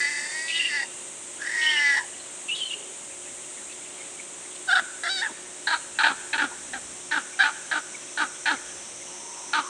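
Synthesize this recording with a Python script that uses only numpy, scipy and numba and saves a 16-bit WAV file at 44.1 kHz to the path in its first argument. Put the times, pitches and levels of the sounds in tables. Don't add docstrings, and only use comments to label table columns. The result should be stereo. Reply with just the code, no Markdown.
import sys
import numpy as np
from scipy import signal
from scipy.fft import rfft, irfft
from scipy.io import wavfile
from scipy.ndimage import uniform_filter1d
from numba import njit

SR = 44100
rng = np.random.default_rng(int(sys.argv[2]) if len(sys.argv) > 2 else 0)


def wav_record(signal):
    frames = np.transpose(np.atleast_2d(signal))
    bounded = np.clip(frames, -1, 1)
    quanta = np.round(bounded * 32767).astype(np.int16)
    wavfile.write(sys.argv[1], SR, quanta)


N = 427319
T = np.arange(N) / SR

# (time [s], pitch [Hz], level [dB], mouth resonance [Hz], throat [dB])
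SCREAM_SHAPES = [
    [(0.0, 284.7, -26.5, 1860, -44), (0.04, 284.4, -23.5, 1950, -26), (0.11, 292, -29, 1950, -21.5),
     (0.3, 297.2, -36, 1890, -17), (0.37, 316.8, -33, 1985, -21), (.52, 326.3, -39, 2000, -25),
     (.59, 335, -30, 1980, -32), (.68, 322.5, -38, 1950, -28), (0.712, 291.6, -30, 1910, -30),
     (.752, 292.5, -24.5, 1910, -24), (0.79, 275.7, -28, 1890, -18), (0.835, 260, -30, 1920, -11),
     (0.87, 198.5, -69, 1880, 9)],
    [(1.385, 305, -50, 1502, -8), (1.43, 319.3, -31, 1754, -33), (1.53, 324, -30, 1926, -25),
     (1.6, 312, -25.5, 1970, -28), (1.66, 309.6, -24.5, 1940, -21.5), (1.814, 291.7, -21.5, 1898, -22.5),
     (1.87, 286.7, -20.5, 1951, -23), (1.92, 278.4, -22, 1857, -25), (1.985, 266.4, -24, 1870, -11),
     (2.06, 180.5, -53.5, 1805, 3)],
]
# (time [s], roughness [0-1])
SCREAM_RASP = [(0, .08), (.08, .1), (.12, .2), (.3, .16), (.36, .08), (.58, .07), (.63, .3), (.7, .25),
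               (.72, .06), (.79, .1), (.86, .45), (1.4, .6), (1.55, .45), (1.6, .12), (1.68, .06),
               (1.93, .06), (1.97, .55)]
# (centre [Hz], width [Hz], first scream [dB], second scream [dB])
SCREAM_GAPS = [(2630, 280, 1.5, 1.5), (3620, 170, 0.5, 2), (4670, 360, 5, 0.5), (5480, 540, -1.5, 7.5)]
# (teeth [dB], change with level [dB
# per dB])
SCREAM_TEETH_LEVELS = [(-8, -0.47), (-12, -0.13)]
def screams():
    calls = [[(s, hz, db, mouth, throat, by_effort(db, -40, -1), by_effort(db, *lips), 0)
              for s, hz, db, mouth, throat in call] for call, lips in zip(SCREAM_SHAPES, SCREAM_TEETH_LEVELS)]
    before_second = T < SCREAM_SHAPES[1][0][0]
    gaps = [(hz, width, np.where(before_second, first, second))
            for hz, width, first, second in SCREAM_GAPS]
    return voice(calls, SCREAM_RASP, gaps, throat_hz=859, mouth_width_hz=282,
                 flutter=0.00459, wander=0.0393, jitter=0.1561, shimmer=0.3,
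                 throb_db=3, breath_db=13, fill_db=-10.5, whoosh_db=-2.5)


# (time [s], pitch [Hz], level [dB], mouth resonance [Hz], teeth [dB])
WAIL_SHAPES = [
    [(4.675, 777, -40, 1470, -6), (4.693, 741, -20, 1540, -15), (4.703, 693, -22, 1580, -10),
     (4.719, 729, -20.5, 1550, -5.5), (4.733, 799, -14, 1640, -18), (4.749, 710, -24.5, 1550, -14),
     (4.759, 763, -18.5, 1540, -6.5), (4.772, 753, -18, 1580, -15), (4.783, 694, -23.5, 1570, -7),
     (4.797, 689, -19, 1580, -21), (4.803, 674, -30, 1500, -13), (4.822, 673, -46, 1450, -14)],
    [(5.035, 641.5, -29, 1732, -7), (5.061, 708, -27.5, 1730, -8), (5.081, 668, -24.5, 1712, -9),
     (5.101, 777.5, -29.5, 1560, 2), (5.123, 756, -36.5, 1590, 9.5), (5.155, 783, -38.5, 1710, 8.5),
     (5.18, 738, -35, 1750, 7), (5.207, 762, -39.5, 1730, 11), (5.215, 795, -28, 1750, -7),
     (5.226, 938, -23.5, 1840, -11), (5.245, 897, -25.5, 1800, -23), (5.267, 884, -29, 1702, -30),
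     (5.285, 865, -38, 1348, -16), (5.295, 920, -41, 950, -14), (5.32, 876, -45.5, 901, -12)],
    [(7.391, 769, -23, 1619, -11), (7.403, 781, -16, 1644, -10.5), (7.418, 800, -18, 1692, -7.5),
     (7.431, 761, -19.5, 1610, -9.5), (7.44, 737, -27, 1595, -18)],
]
# (time [s], roughness [0-1])
WAIL_RASP = [(4.66, .1), (4.735, .12), (4.75, .28), (4.83, .4), (5.03, .22), (5.055, .2), (5.065, .4),
             (5.08, .15), (5.1, .12), (5.21, .13), (5.23, .3), (5.25, .45), (5.33, .3), (7.39, .25),
             (7.44, .35)]
# (centre [Hz], width [Hz], level [dB])
WAIL_GAPS = [(2360, 320, 2.5), (3090, 490, -19), (3840, 520, 11.5), (4600, 150, 8), (5400, 670, 2.5)]
WAIL_BRIGHTNESS = [-3.5, 4, -9]
def wails():
    calls = [[(s, hz, db, mouth, by_effort(db, -14.5, -0.05), by_effort(db, -42.5, -2.5), teeth, tilt)
              for s, hz, db, mouth, teeth in call] for call, tilt in zip(WAIL_SHAPES, WAIL_BRIGHTNESS)]
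    return voice(calls, WAIL_RASP, WAIL_GAPS, throat_hz=795, mouth_width_hz=397,
                 flutter=0.005, wander=0.03, jitter=0.33, shimmer=1,
                 throb_db=1.5, breath_db=10, fill_db=-11, whoosh_db=-30)


# (start [s], swell [s], held [s], first level [dB], last level [dB],
# mouth resonance [Hz], throat [dB], final chest [dB], teeth [dB], teeth tilt [dB per octave])
BARK_SHAPES = [(5.671, 0.0041, 0.078, -24.5, -24, 1687, -8, -27, -4, 23),
               (5.987, 0.0037, 0.039, -20.5, -21, 1650, -9.5, -53, -6, 2),
               (6.033, .0015, 0.043, -18, -20, 1750, -8, -27, -6.5, -6),
               (6.078, 0.0034, 0.038, -23.5, -29, 1560, -6.5, -10, -5.5, -7),
               (6.330, 0.003, 0.03, -23, -26, 1740, -8.5, -18, -2.5, -7),
               (6.379, 0.002, .068, -21.5, -24.5, 1690, -11, -8.5, -9, -11),
               (6.732, 0.004, 0.034, -34, -36, 1780, -5.5, -10, -8, -3),
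               (7.111, 0.004, 0.07, -22, -23.5, 1730, -12, -16, -13, 3),
               (7.436, 0.004, 0.056, -20, -26, 1630, -8, -26, -7.5, -6),
               (7.713, 0.0015, 0.068, -23.5, -26, 1644, -12, -17.5, -12.5, 3),
               (8.174, 0.002, 0.058, -26, -22, 1618, -10.5, -15.5, -10, 2),
               (8.457, 0.022, 0.078, -19.5, -27.5, 1676, -7, -6.5, -6.5, -3),
               (9.533, 0.0037, 0.063, -21.5, -23, 1509, -8, -14, -6.5, -3)]
# (time [s], roughness [0-1])
BARK_RASP = [(6.3, .36), (6.4, .31)]
# (centre [Hz], width [Hz], level [dB])
BARK_GAPS = [(2520, 220, 5.5), (3100, 330, -2.9), (3940, 400, 3), (4236, 330, 3)]
def barks():
    bite_s, bite_db, release_s, tense_hz = 0.018, 3, 0.03, 298.9
    next_starts = [bark[0] for bark in BARK_SHAPES[1:]] + [T[-1]]
    calls = []
    for bark, cut in zip(BARK_SHAPES, next_starts):
        s, swell, held, first, last, mouth, throat, chest, teeth, tilt = bark
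        opened = (mouth, throat - 1.5, -29, teeth, tilt)
        closed = (mouth * 0.86, throat + 1.5, chest, teeth - 4, tilt)
        stages, *columns = np.transpose([
            (s, first - 5, *opened),
            (s + swell, first, *opened),
            (min(s + held, cut), last, *closed),
            (min(s + held + release_s, cut), last - 19, *closed)])
        times = np.sort(np.append(stages, s + bite_s))
        db, *body, teeth_db, tilt_db = (np.interp(times, stages, c) for c in columns)
        teeth_db += bite_db * np.maximum(1 - (times - s) / bite_s, 0)
        hz = tense_hz * undb(0.15 * np.minimum(db + 27, 0))
        calls.append(np.transpose([times, hz, db, *body, teeth_db, tilt_db]))
    return voice(calls, BARK_RASP, BARK_GAPS, throat_hz=837, mouth_width_hz=322,
                 flutter=0.01, wander=0.1, jitter=0.3, shimmer=0.86,
                 throb_db=2.5, breath_db=5, fill_db=-9, whoosh_db=3)


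def by_effort(db, base_db, slope):
    return base_db + slope * (db + 27)


def voice(calls, rasp, gaps, throat_hz, mouth_width_hz, flutter, wander, jitter, shimmer,
          throb_db, breath_db, fill_db, whoosh_db):
    (hz, db, mouth_hz, throat_db, chest_db, teeth_db, tilt_db), gate = follow(calls)
    rough = np.interp(T, *np.transpose(rasp))
    hz = hz * (1 + (flutter + wander * rough) * drift(70))
    chance = rng.standard_normal((N // 30, 2))
    pulses = even(vocal_folds(hz, jitter * rough ** 2, shimmer * rough, chance))
    air = pulses + rough * undb(breath_db) * rng.standard_normal(N)
    mouth = even(band_pass(ring(air, mouth_hz, mouth_width_hz), mouth_hz, 2.83 * mouth_width_hz))
    throat = undb(throat_db) * even(ring(air, throat_hz * (1 + 0.12 * rough * drift(25)), width_hz=111))
    chest = undb(chest_db) * even(ring(air, np.clip(hz, 150, 300), width_hz=196))
    jet = air + undb(whoosh_db) * rng.standard_normal(N)
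    gap_rings = sum((-1) ** k * undb(gap_db + tilt_db * np.log2(centre / 3500)) * ring(jet, centre, width)
                    for k, (centre, width, gap_db) in enumerate(gaps))
    teeth = undb(teeth_db) * even(gap_rings)
    fill = undb(fill_db) * even(ring(jet, 2330, width_hz=1470))
    loudness = undb(db + throb_db * np.sqrt(rough) * drift(110))
    return (mouth - throat + chest - teeth + fill) * loudness * gate


@njit
def vocal_folds(hz, jitter, shimmer, chance):
    pulses, phase, cycle = np.zeros(len(hz) + 1), 0., 0
    for i in range(len(hz)):
        step = hz[i] * np.exp(jitter[i] * chance[cycle, 0]) / SR
        phase += step
        if phase >= 1:
            phase, cycle = phase - 1, cycle + 1
            size = np.exp(shimmer[i] * chance[cycle, 1])
            pulses[i] += size * phase / step
            pulses[i + 1] += size * (1 - phase / step)
    return pulses[:-1]


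# (start [s], swell [s], loud until [s after start], length [s],
# first pitch [Hz], last pitch [Hz], level [dB], hoarse air [dB], split [0-1])
SQUEAL_NOTES = [(0.48, 0.024, 0.039, 0.04, 2600, 2580, -27.5, -35, 0.86),
                (.518, .006, 0.03, 0.028, 2982, 2876, -30.5, -43, .6),
                (.548, 0.009, 0.04, 0.036, 2900, 2970, -28, -34, 0.64),
                (0.591, .006, 0.038, 0.0374, 2776, 2760, -19, -45, 0.18),
                (0.632, 0.011, 0.044, 0.0637, 2844, 2735, -23, -41, 0.24),
                (1.614, 0.022, 0.046, 0.039, 2900, 3064, -31, -38, 0.85),
                (1.662, .008, 0.043, 0.046, 2975, 3112, -21.5, -46, 0.17),
                (1.708, 0.0055, 0.05, .048, 3078, 3000, -31, -41, .9),
                (1.754, 0.0054, 0.038, 0.041, 2950, 2810, -25, -52, 0.22),
                (2.484, .004, 0.025, .026, 2715, 2732, -26.5, -48, 0.04),
                (2.509, .012, .022, .045, 2800, 3010, -24.5, -58, .05),
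                (2.552, .005, 0.053, 0.054, 3400, 3380, -37, -39, 0.84),
                (2.603, .012, 0.025, 0.085, 3074, 3070, -25.5, -47, 0.02),
                (2.701, 0.0068, .042, 0.044, 2900, 2816, -29, -52, .05)]
def squeals():
    notes = []
    for s, swell, loud, length, first_hz, last_hz, db, air, split in SQUEAL_NOTES:
        stages = (0, -6, -1), (swell, 0, 0), (loud, 0, 0), (length, -13, -9)
        notes.append([(s + at, first_hz + (last_hz - first_hz) * at / length,
                       db + tone_db, air + air_db - db - tone_db, split)
                      for at, tone_db, air_db in stages])
    return whistle(notes, waver=0.01126, throb_db=1, blur_hz=220, blur=0.5)


# (time [s], pitch [Hz], level [dB])
SQUEAK_NOTES = [
    [(.465, 4060, -33), (.475, 3900, -34), (.5, 3500, -43), (.515, 3550, -46)],
    [(.546, 3740, -39), (.575, 3690, -30), (.6, 3600, -45)],
    [(2.55, 3810, -33), (2.57, 3740, -47), (2.585, 3770, -52)],
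    [(2.635, 4240, -43), (2.685, 4290, -41.5), (2.695, 3894, -42), (2.712, 3320, -38)],
]
def squeaks():
    return whistle(SQUEAK_NOTES, waver=0.0047, throb_db=5.5, blur_hz=120, blur=0.29)


def whistle(calls, waver, throb_db, blur_hz, blur):
    (hz, db, *squeal), gate = follow(calls)
    tone = sine(hz * (1 + waver * drift(200)))
    tone += blur * unit(ring(rng.standard_normal(N), hz, blur_hz))
    if squeal:
        hoarse_db, split = squeal
        flap = sine(hz=290 * (1 + 0.155 * drift(60)))
        hoarse = undb(hoarse_db) * unit(ring(rng.standard_normal(N), 3560, width_hz=1400))
        tone = tone * (1 + 1.06 * split * flap) + hoarse
    return tone * undb(db + throb_db * drift(120)) * gate


# (left delay [s], right delay [s], level [dB])
KERB_ECHOES = [(.0042, .0031, -11)]
def kerb(x):
    return sum(undb(db) * np.array([np.roll(x, int(left_s * SR)), np.roll(x, int(right_s * SR))])
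               for left_s, right_s, db in KERB_ECHOES)


def scatter(x, length_s=0.0092, db=-11):
    samples = np.arange(int(length_s * SR))
    cluster = rng.standard_normal(SR)[samples] * np.exp(-3 * samples / len(samples))
    treble = ring(x, 3200, width_hz=2000)
    side = signal.fftconvolve(treble, cluster / np.linalg.norm(cluster))[:N]
    return undb(db) * np.array([side, -side])


def pit_walls(x, fade_s=1, gap_s=0.027, db=-16):
    t = np.arange(SR) / SR
    tail = rng.standard_normal((2, SR)) * 1000. ** (-t / fade_s) * (t > gap_s)
    dull = band_pass(x, np.full(N, 1610.), width_hz=3500.)
    return undb(db) * signal.fftconvolve(dull[None], unit(tail) / np.sqrt(SR), axes=1)[:, :N]


# (time [s], pitch [Hz], level [dB])
COO_NOTES = [
    [(2.74, 420, -55.5), (2.93, 401, -58)],
    [(6.51, 900, -54), (6.525, 923, -48), (6.54, 905, -54)],
    [(9.05, 862, -59.5), (9.426, 981, -53), (9.52, 900, -57)],
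    [(9.61, 1230, -54), (9.655, 1080, -46), (9.69, 1170, -48)],
]
def coos():
    return whistle(COO_NOTES, waver=0.0168, throb_db=-1, blur_hz=220, blur=1.52)


# (time [s], level [dB], pitch [Hz])
BIRD_PEEPS = [(2.198, -43, 4100), (3.6994, -41, 2610), (4.0058, -38, 2230), (4.1935, -37, 2280),
              (7.3329, -41.5, 2290), (7.9436, -38.5, 2260), (8.559, -41, 2170), (9.0118, -44, 2140)]
def birds(chirp_count=110):
    when, pitch, size = rng.random((chirp_count, 3)).T
    chirps = zip(when * T[-1], -54 + 6 * size, 1900 + 1500 * pitch)
    peeps = scratches(BIRD_PEEPS, length_s=0.036, width_hz=120)
    return peeps + scratches(chirps, length_s=0.05, width_hz=340)


# (time [s], level [dB])
FOOT_SCUFFS = [(2.728, -39), (3.722, -44), (4.555, -41)]
def feet():
    return scratches([(s, db, 2900) for s, db in FOOT_SCUFFS], length_s=0.032, width_hz=1900)


# (frequency [Hz], relative level [dB])
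TREBLE_COLOUR = [(4300, -50), (5000, -48), (5800, -13.5), (6800, -1.5), (8300, 2), (9000, -1), (9600, -12),
                 (10300, -16), (10500, -42.5), (12600, -46.5), (13500, -28), (14500, -41), (15100, -53)]
# (time [s], level of both hisses [dB], lower cicada chorus against that level [dB])
TREBLE_LEVELS = [(0, -33, -8.5), (.9, -35.5, -14.5), (5, -36.5, -12.5), (9.69, -38, -0.5)]
def cicadas_and_faint_hiss():
    (treble_db, low_db), _ = follow([TREBLE_LEVELS])
    treble = hiss(TREBLE_COLOUR) * undb(treble_db + 0.59 * drift(9.2))
    low_chorus = hiss([(5200, -2), (5900, 4.5), (6500, 5.5)]) * undb(treble_db + low_db)
    return treble + low_chorus


# (frequency [Hz], relative level [dB])
AIR_COLOUR = [(15, -44.5), (25, -58), (129, -14), (313, -7.5), (357, -4), (488, -8.5), (609, -7),
              (1650, -9), (2110, -5.5), (2870, -5.5), (3830, -7.5), (4680, -15), (5000, -12), (6500, -31),
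              (11000, -120)]
def distant_wash(db=-42.5, pan_db=1.5):
    return hiss(AIR_COLOUR) * undb(db + 0.5 * drift(6.3) + pan_db * np.array([[0.5], [-0.5]]))


# (time [s], half width [s], rise above the calm [dB])
WIND_GUSTS = [(3.3, 0.34, 4.5), (6.0, 0.43, 6.5), (6.8, 0.32, 11.5), (8.801, 0.28, 8)]
def wind(calm_db=-66.5):
    gust_db = sum(db * np.exp(-((T - s) / width) ** 2) for s, width, db in WIND_GUSTS)
    return hiss([(20, -23), (60, -2.5), (150, -7.5), (300, 1.5)]) * undb(calm_db + gust_db)


# (pitch [Hz], level before the lift [dB])
HUM_TONES = [(301.5, -66), (360.7, -57), (549.1, -61.5), (602.9, -63.5)]
def machine(lift_db=3):
    return sum(undb(db + lift_db + 2 * drift(10)) * sine(hz + 1.492 * drift(9)) for hz, db in HUM_TONES)


# (frequency [Hz], likeness [-1 to 1])
SIDE_LIKENESS = [(30, 1), (300, 0.59), (1000, 0.1), (2500, -0.52), (5000, -0.32), (9000, -0.19)]
def hiss(colour):
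    log_hz = np.log(np.maximum(np.arange(N // 2 + 1) * SR / N, 1))
    colour_hz, db = np.transpose(colour)
    gain = undb(np.interp(log_hz, np.log(colour_hz), db, -120, -120))
    likeness_hz, likeness = np.transpose(SIDE_LIKENESS)
    alike = np.interp(log_hz, np.log(likeness_hz), likeness)
    mid, side = (irfft(rfft(rng.standard_normal(N)) * gain * np.sqrt(1 + sign * alike), N)
                 for sign in (1, -1))
    return unit(np.array([mid + side, mid - side]))


def scratches(rows, length_s, width_hz):
    out, swell = np.zeros(N + SR), np.hanning(int(length_s * SR))
    for s, db, hz in rows:
        i = int(max(s - 0.01, 0) * SR)
        scratch = ring(rng.standard_normal(4096), hz, width_hz)[1024:1024 + len(swell)]
        out[i:i + len(swell)] += undb(db) * swell * unit(scratch) / np.sqrt(2)
    return out[:N]


def follow(calls):
    times, *columns = np.vstack(calls).T
    gate = np.minimum(sum((T >= call[0][0]) & (T < call[-1][0]) for call in calls), 1.)
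    quick_start = uniform_filter1d(gate, size=70)
    soft_end = uniform_filter1d(gate, size=600, origin=299)
    return [np.interp(T, times, c) for c in columns], np.maximum(quick_start, soft_end)


@njit
def band_pass(x, hz, width_hz):
    out, band, low = np.empty(len(x)), 0., 0.
    for i in range(len(x)):
        g, damping = np.tan(np.pi * hz[i] / SR), width_hz / hz[i]
        v = (band + g * (x[i] - low)) / (1 + g * (g + damping))
        band, low, out[i] = 2 * v - band, low + 2 * g * v, damping * v
    return out


def ring(x, hz, width_hz):
    hz = hz + np.zeros(len(x))
    return band_pass(band_pass(x, hz, 1.44 * width_hz), hz, 1.44 * width_hz)


def drift(per_second):
    hold = int(SR / per_second)
    steps = np.repeat(rng.standard_normal(N // hold + 1), hold)
    return 1.3 * uniform_filter1d(uniform_filter1d(steps, hold), hold)[:N]


def sine(hz):
    return np.sin(2 * np.pi * np.cumsum(hz) / SR)


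def undb(db):
    return 10 ** (np.asarray(db) / 20)


def unit(x):
    return x / np.sqrt(np.mean(x ** 2))


def even(x, span_s=0.031):
    return x / np.sqrt(uniform_filter1d(x ** 2, int(span_s * SR)) + 1e-12)


def scene():
    screamer = screams()
    barker = wails() + barks()
    young = squeals() + squeaks()
    far = coos() + birds() + feet()
    placed = [(screamer, 1), (young, 3), (barker, 1.5), (far, 10)]  # (sound, left minus right [dB])
    left, right = (sum(x * undb(sign * pan / 2) for x, pan in placed) for sign in (1, -1))
    direct = np.array([np.roll(left, 2), right])
    animals = screamer + young + barker + far
    echoes = kerb(animals) + scatter(animals + undb(5) * young)
    echoes += pit_walls(0.43 * screamer + 2.2 * young + barker + far)
    return direct + echoes + cicadas_and_faint_hiss() + distant_wash() + wind() + machine()


def record(dry):
    bass = undb(-7.5) / 2 * band_pass(dry.mean(axis=0), np.full(N, 260.), width_hz=340.)
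    treble_cut = signal.ellip(8, 0.2, 70, 15100, fs=SR, output="sos")
    return signal.sosfilt(treble_cut, dry + np.array([bass, -bass]))


dry = scene()
out = record(dry)
wav_record(out)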